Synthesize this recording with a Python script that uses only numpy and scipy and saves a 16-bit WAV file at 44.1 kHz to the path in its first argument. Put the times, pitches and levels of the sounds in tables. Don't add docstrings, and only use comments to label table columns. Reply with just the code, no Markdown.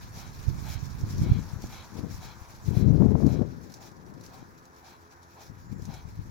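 import sys
import numpy as np
from scipy import signal
from scipy.fft import irfft
from scipy.io import wavfile
from scipy.ndimage import uniform_filter1d, map_coordinates

SR = 44100
rng = np.random.default_rng(int(sys.argv[2]) if len(sys.argv) > 2 else 0)


def how_loud(loudness_db):
    steps = np.asarray(loudness_db, float) / 20
    return 10 ** steps


def unload_audio(sound):
    columns = np.transpose(np.atleast_2d(sound))
    steps = np.round(np.clip(columns, -1, 1) * 32767)
    wavfile.write(sys.argv[1], SR, steps.astype(np.int16))


N = 277830

# time_s, left_lag_samples
MICROPHONE_TURN = [(0, -14.5), (.8, -13), (1.5, -3.5), (2.4, 10), (3.2, 15), (6.3, 16)]
# time_s, left_level_db, right_level_db, left_eddy_pitch_hz
PORT_BREEZE = [(0, -43, -43.5, 99), (.4, -45, -40, 104), (.7, -45, -37.5, 133), (.92, -46.5, -34.5, 103),
               (1.25, -36, -32, 124), (1.45, -38, -46.5, 106), (1.8, -48.5, -46.5, 130),
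               (1.95, -48, -53, 188), (2.08, -50, -50, 210), (2.16, -40, -41, 105), (2.42, -51, -61, 84.5),
               (2.65, -47, -44, 122), (2.86, -46, -69.5, 134), (3.05, -51, -51, 192),
               (3.55, -40, -48.5, 192), (3.8, -48.5, -64, 212), (4.1, -44.5, -53, 206),
               (4.4, -48.5, -54, 240), (4.7, -58.5, -70, 205), (5.3, -61, -82, 198), (5.6, -47, -52, 94),
               (5.75, -43, -50, 130), (6.0, -42.5, -48.5, 92.6), (6.3, -42, -43, 98.5)]
# freq_hz, density_db (per Hz)
GRASS_SPECTRUM = [(880, -7.5), (1500, -7), (1670, -4.5), (1830, -8.5), (2310, -3), (2930, -11.5),
                  (3940, -5.5), (5040, -4), (5560, -0.5), (7120, -6.5), (8330, -17.5), (12000, -13),
                  (15800, -15)]


def evened(x):
    return x / np.sqrt(np.mean(x ** 2) + 1e-20)


def read(points, hz):
    f, value = np.transpose(points)
    return np.interp(np.log(hz + 1), np.log(f + 1), value)


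def curve(rows, column=1, step=1):
    rows = np.array(rows)
    return np.interp(np.arange(0, N + 1024, step) / SR, rows[:, 0], rows[:, column])


def add(mix, s, sound):
    part = mix[..., round(s * SR):][..., :sound.shape[-1]]
    part += sound[..., :part.shape[-1]]


def colour(x, gain, size=4096):
    hz = np.fft.rfftfreq(size, 1 / SR)
    taps = np.roll(irfft(gain(hz)), size // 2, -1) * np.hanning(size)
    filtered = signal.oaconvolve(np.atleast_2d(x), np.atleast_2d(taps), "full", axes=1)
    return filtered[:, size // 2:][:, :x.shape[-1]]


def crackle(per_s, spread_db):
    chance, size, sign = rng.random((N, 3)).T
    heights = how_loud(-spread_db * np.log(size + 0.028))
    return (chance < per_s / SR) * heights * np.sign(sign - .5)


def patchy(x, spread_db, bins, frames):
    z = signal.stft(x, nperseg=512)[2]
    patches = rng.standard_normal(z.shape[:0:-1]).T
    patches = evened(uniform_filter1d(uniform_filter1d(patches, bins, 0), frames, 1))
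    return signal.istft(z * how_loud(spread_db * patches), nperseg=512)[1][:, :N]


def delayed(x, lag):
    return np.array([map_coordinates(x, [np.arange(N) - lag], order=3), x])


def pair(x, alike, lag):
    shared = lambda hz: np.sqrt(np.clip(alike(hz), 0, 1))
    own = lambda hz: np.sqrt(1 - shared(hz) ** 2)
    return colour(delayed(x[0], lag), shared) + colour(x[1:], own)


def resonate(x, hz, width):
    turn = np.exp(2j * np.pi * np.cumsum(hz) / SR)
    r = np.exp(-np.pi * width / SR)
    return 2 * (turn * signal.lfilter([1 - r], [1, -r], x / turn)).real


def far_traffic():
    # freq_hz, density_db (per Hz)
    roar_spectrum = [(18, -6), (30, -13.5), (81, 12), (203, -18.5), (326, -1.5), (551, -4.5), (956, 7),
                     (1150, 3), (1700, 0.5), (2880, -24.5), (4490, -31), (5540, -44.5), (7390, -54.5),
                     (8210, -55), (15800, -36)]
    # time_s, level_db
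    fade = [(0.0, -53), (3.28, -55.5), (3.56, -56), (6.3, -57)]
    # freq_hz, likeness (0 to 1)
    likeness = [(60, 0.26), (500, 1), (1200, 0.6), (2500, 0.076), (5000, .2), (12000, .1)]
    air = patchy(rng.standard_normal((3, N)), 1.0, bins=6, frames=14)
    roar = pair(air, lambda hz: read(likeness, hz), curve(MICROPHONE_TURN)[:N])
    roar = evened(colour(roar, lambda hz: how_loud(read(roar_spectrum, hz))))
    return how_loud(curve(fade)[:N]) * roar


def engine():
    # order (multiple of the base pitch), level_db
    orders = [(2, -63.5), (3, -67.5), (4, -68.5), (6, -68.5), (8, -66.5), (10, -68), (12, -71), (14, -77.5)]
    base_hz = 42.85
    drift = rng.standard_normal((N // 100 + 1, len(orders) + 1))
    drift = evened(uniform_filter1d(drift, 30, 0))
    drift = uniform_filter1d(drift.repeat(100, 0)[:N], 800, 0).T
    turns = np.cumsum(base_hz * (1 + 0.01128 * drift[-1])) / SR
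    hum = np.zeros(N)
    for (order, db), fade in zip(orders, drift):
        level = how_loud(db + 4.5 * np.minimum(fade, 1))
        hum += level * np.sin(2 * np.pi * round(order) * turns)
    return delayed(hum, curve(MICROPHONE_TURN)[:N])


def bird():
    # time_s, pitch_hz, level_db
    notes = [
        [(1.875, 5350, -70), (1.889, 5566, -62), (1.9, 5504, -69)],
        [(5.6, 6850, -74), (5.7, 7170, -71), (5.8, 7110, -69), (5.83, 7050, -72)],
        [(5.985, 6000, -72), (6.01, 6200, -66), (6.05, 5900, -72)],
    ]
    out = np.zeros(N)
    for rows in notes:
        s, hz, db = np.transpose(rows)
        t = np.arange(s[0], s[-1], 1 / SR)
        waver, fade = (evened(uniform_filter1d(v, 300)) for v in rng.standard_normal((2, len(t))))
        pitch_hz = np.interp(t, s, hz) * (1 + .007 * waver)
        tone = np.sin(2 * np.pi * np.cumsum(pitch_hz) / SR)
        level = how_loud(np.interp(t, s, db) + 3 * fade)
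        add(out, s[0], level * tone * signal.windows.tukey(len(t), .2))
    return out * how_loud(np.array([[-4], [3]]))


def wind_level(port):
    # start_s, hold_s, level_db, port (0 left, 1 right)
    gusts = [(0.475, 0.02, -24.5, 1), (0.464, .04, -41, 0), (0.556, .03, -40, 0), (0.571, 0.06, -32, 1),
             (1.002, 0.04, -34.5, 0), (1.076, 0.038, -31.5, 0), (1.1, 0.033, -36, 1), (1.173, 0.21, -25, 0),
             (1.273, 0.026, -31, 1), (1.55, 0.14, -42, 0), (1.94, 0.016, -38, 0), (1.988, 0.072, -31.5, 0),
             (2.09, .04, -51, 1), (2.688, 0.75, -23.5, 0), (2.82, 0.14, -18, 0), (3.009, 0.054, -15.5, 0),
             (3.116, 0.028, -18.5, 0), (3.232, 0.024, -16, 0), (3.295, .02, -40, 1), (5.497, 0.023, -46, 0),
             (5.709, 0.089, -36.5, 0), (5.876, 0.022, -35, 0), (6.185, .12, -39, 0)]
    rise_db_per_s, fall_db_per_s = 480, 223
    t = np.arange(N) / SR
    power = how_loud(curve(PORT_BREEZE, column=1 + port)[:N]) ** 2
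    for s, hold, db, on in gusts:
        slope_db = rise_db_per_s * np.maximum(s - t, 0) + fall_db_per_s * np.maximum(t - s - hold, 0)
        power = power + (round(on) == port) * how_loud(db - slope_db) ** 2
    return np.sqrt(power)


def wind():
    out, hz = [], np.fft.rfftfreq(1024, 1 / SR)[:, None]
    for port, (reach, tail_db) in enumerate([(0.76, -24.5), (0.73, -29.5)]):
        kicks = crackle(260, 2.62) + 0.082 * rng.standard_normal(N)
        z = signal.stft(kicks, nperseg=1024, noverlap=896)[2]
        pitch_hz = curve(PORT_BREEZE, column=3, step=128)[:z.shape[1]] if port == 0 else 85
        lumps = evened(uniform_filter1d(rng.standard_normal(z.shape[1]), 12))
        corner = reach * pitch_hz * how_loud(.7 * lumps)
        shape = np.exp(-hz / corner) + how_loud(tail_db) / (1 + (hz / (2.83 * corner)) ** 2.58)
        shape *= (hz / 72) ** 2.228 / np.sqrt(1 + (hz / 72) ** 4.32)
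        shape *= np.minimum(hz / (.45 * pitch_hz), 1) ** 4.4
        shape *= how_loud(.9 * lumps) / np.sqrt((shape ** 2).sum(0))
        eddies = evened(signal.istft(z * shape, nperseg=1024, noverlap=896)[1][:N])
        out.append(wind_level(port) * eddies)
    return np.array(out)


def buffets():
    # centre_s, level_db, pitch_hz, port (0 left, 1 right)
    pulses = [(0.487, -19, 119, 1), (0.7044, -22.5, 99, 1), (0.76, -19, 86, 1), (0.833, -22.5, 106, 1),
              (1.038, -14, 94, 1), (1.218, -10.5, 101, 1), (1.235, -14.5, 144, 0), (1.301, -12.5, 112, 0),
              (1.3193, -3, 100, 1), (1.3713, -18, 128, 0), (1.5372, -20, 114, 0), (1.5671, -23, 99, 0),
              (1.643, -21.5, 204, 0), (1.65, -25, 118, 1), (1.954, -26, 189, 0), (1.993, -27, 230, 0),
              (2.067, -29, 260, 0), (2.0378, -20, 167, 0), (2.113, -25.5, 132, 0), (2.147, -25, 77, 0),
              (2.42, -32, 73, 0), (2.686, -11, 118, 0), (2.7748, -8.5, 123, 0), (2.8269, -4.5, 128, 0),
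              (2.8706, -9.5, 136, 0), (2.885, -10, 152, 0), (2.962, -9, 111, 0), (2.9071, -3, 137, 0),
              (3.0237, -9, 164, 0), (3.061, -4, 220, 0), (3.148, -14.5, 123.6, 0), (3.2463, -7, 210, 0),
              (3.267, -3, 192, 0), (3.414, -12.5, 210, 0), (4.1692, -36, 226, 0), (4.428, -32.5, 242, 0),
              (5.5, -33, 110, 0), (5.825, -26.5, 131, 0), (5.727, -22.5, 175, 0), (5.7633, -24.5, 120, 0),
              (5.8906, -22, 148, 0), (6.0559, -26, 112, 0), (6.1975, -25, 86.4, 0)]
    out, t = np.zeros((2, N)), np.arange(-1200, 1200) / SR
    for s, db, hz, port in pulses:
        swing = -np.cos(2 * np.pi * hz * t) * np.exp(-(1.89 * hz * t) ** 2)
        kink = -.12 * np.exp(-abs(9 * hz * t))
        add(out[round(port)], s + t[0], how_loud(db) * (swing - swing.mean() + kink))
    return out


def knocks():
    # start_s, strength_db, left_over_right_db
    hits = [(1.366, -29, 17), (1.641, -16, 1), (2.736, -24.5, 9), (3.022, -7, 37), (3.126, -26, 26),
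            (3.154, -4.5, 40), (3.204, -14.5, 26), (3.246, -23, 26), (3.403, -38, 13.5)]
    out, t = np.zeros((2, N)), np.arange(900) / SR
    push = np.sin(2 * np.pi * 150 * t) * np.exp(-t / 0.0029)
    push += .5 * np.sin(2 * np.pi * 700 * t) * np.exp(-t / 0.00088)
    for s, db, pan_db in hits:
        share = 1 / (1 + how_loud(np.array([[-1], [1]]) * pan_db))
        add(out, s, how_loud(db) * share * push)
    return colour(out, lambda hz: 1 / (1 + (hz / 1300) ** 4), size=512)


def ticks():
    # start_s, level_db
    snaps = [(0.855, -42), (1.01, -41), (1.18, -39), (1.204, -44), (1.6197, -39.5), (1.6407, -46),
             (1.6697, -41), (3.2638, -36.5), (3.697, -47), (3.72, -43), (3.739, -35), (3.915, -50),
             (4.063, -51.5), (4.138, -48.5), (4.21, -44), (4.2367, -44), (4.262, -39.5), (4.5775, -51),
             (4.6531, -46.5), (4.7624, -48), (5.229, -48), (5.4137, -46.5), (5.8198, -44.5), (5.8523, -39),
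             (5.9384, -40)]
    out, t = np.zeros((3, N)), np.arange(900) / SR
    decay = how_loud(-60 * t / 0.0092) + 0.3 * how_loud(-60 * t / 0.061)
    attack = np.minimum(t / .0025, 1)
    for (s, db), burst in zip(snaps, rng.standard_normal((len(snaps), 3, 900))):
        add(out, s, how_loud(db) * decay * attack * burst)

    def bright(hz):
        high_pass = hz ** 4 / (hz ** 4 + 3500 ** 4)
        return how_loud(read(GRASS_SPECTRUM, hz)) * high_pass / (1 + (hz / 11000) ** 2)

    mean_gain = np.sqrt(np.mean(bright(np.linspace(0, SR / 2, num=512)) ** 2))
    return colour(pair(out, lambda hz: .5 + 0 * hz, lag=0), bright) / mean_gain


def snorts():
    # start_s, length_s, level_db, hollow_db (extra on the lowest resonance)
    breaths = [(0.121, 0.22, -57, 1.5), (.62, .2, -51.5, -1), (1.178, 0.27, -52.5, -5),
               (1.679, 0.2, -52, -2), (2.179, 0.2, -55.5, 2.5), (2.696, 0.19, -56, 3.5),
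               (3.245, .18, -56.5, 0.5), (3.763, 0.16, -72, 16.5), (4.279, 0.2, -66.5, 12),
               (4.801, 0.21, -63, 6.5), (5.345, .12, -66, 12.5), (5.858, 0.19, -57.5, 4)]
    # freq_hz, width_hz (of the two passes together, roughly), level_db
    nose = [(797, 290, 11.5), (1290, 560, 8.5), (2223, 260, 8.5), (3295, 530, 8), (3860, 320, 7.5)]
    ends_db, hollow_fall_db = -4, 6.5
    out = np.zeros((3, N))
    for s, length, db, hollow_db in breaths:
        t = np.arange(0, length, 1 / SR)
        u = 2 * t / length - 1
        air = rng.standard_normal((5, len(t)))
        flutter = how_loud(0.54 * evened(uniform_filter1d(air[3], 300)))
        force = how_loud(db + ends_db * u ** 2) * signal.windows.tukey(len(t), .6) * flutter
        flare = 1 + 0.015 * evened(uniform_filter1d(air[4], 2500))
        rings = np.zeros((3, len(nose), len(t)))
        for row, breath in enumerate(air[:3]):
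            for k, (f, w, gain_db) in enumerate(nose):
                once = resonate(breath, f * flare, 1.4 * w)
                twice = resonate(once, f * flare, 1.47 * w)
                rings[row, k] = how_loud(gain_db) * twice / np.sqrt(w)
        upper = rings[:, 1:].sum(1)
        hollow = how_loud(hollow_db - hollow_fall_db * u) * rings[:, 0]
        add(out, s, force * (upper + hollow) / upper.std())
    return pair(patchy(out, 0.59, bins=5, frames=5), lambda hz: 0.57 + 0 * hz, lag=0)


def grass():
    # time_s, level_db
    brush = [(0, -55), (2.7, -57), (3.5, -63), (4.0, -65), (6.3, -63.5)]
    # before_last_leg_s, length_s
    legs = [(0.304, 0.032), (0.214, .035), (0.1015, 0.097), (0, 0.087)]
    # last_leg_s, then level_db of each of the four strokes
    strides = [(0.182, -55, -55, -56.5, -49), (0.704, -52, -50.5, -51, -44.5),
               (1.209, -53.5, -52.5, -49, -50.5), (1.741, -53.5, -62.5, -51.5, -48.5),
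               (2.249, -53, -60, -50.5, -50), (2.776, -62, -53, -52.5, -49.5),
               (3.302, -57, -58.5, -56, -52), (3.85, -61.5, -57.5, -57, -53.5),
               (4.362, -67, -66.5, -57.5, -56.5), (4.888, -59.5, -76.5, -60, -56.5),
               (5.431, -58.5, -66, -60.5, -55), (5.941, -68, -60, -57.5, -56), (6.46, -60.5, -64, -62, -62)]
    t, stroke = np.arange(N) / SR, how_loud(curve(brush)[:N])
    for s, *levels in strides:
        for db, (before, length) in zip(levels, legs):
            late = (t - s + before) / length
            fall_db = 18.4 * np.where(late < 0, 1.15, 1) * late ** 2
            stroke = np.maximum(stroke, how_loud(db - fall_db))
    stalks = patchy(np.array([crackle(4500, 3.2) for _ in range(3)]), 1.66, bins=30, frames=5)
    alike = lambda hz: 0.32 / (1 + (hz / 5000) ** 2)
    rustle = evened(colour(pair(stalks, alike, lag=0), lambda hz: how_loud(read(GRASS_SPECTRUM, hz))))
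    turf = evened(colour(crackle(43, 3.3), lambda hz: hz / 90 * np.exp(-hz / 110)))
    slow_noise = uniform_filter1d(uniform_filter1d(rng.standard_normal(N), 900), 900)
    flutter = how_loud(1.45 * evened(slow_noise))
    return stroke * (flutter * rustle + how_loud(-7) * turf)


def scene():
    # freq_hz, left_over_right_db
    port_balance = [(60, -1), (500, -1.5), (1300, 1.5), (2700, 4.5), (5500, 0.5), (7500, 0.5), (9500, -3.5),
                    (11500, -8.5), (13500, 4.5), (15500, 11)]
    air = far_traffic() + engine() + bird() + ticks() + snorts() + grass()
    air = colour(air, lambda hz: how_loud(np.outer([.5, -.5], read(port_balance, hz))), size=1024)
    return air + wind() + buffets() + knocks()


def top_cut(x):
    return signal.sosfilt(signal.butter(12, 15960, fs=SR, output="sos"), x)


def record(dry):
    ceiling = 0.75
    mix = dry / (1 + abs(dry / ceiling) ** 4) ** (1 / 4)
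    return top_cut(mix)


dry = scene()
out = record(dry)
unload_audio(out)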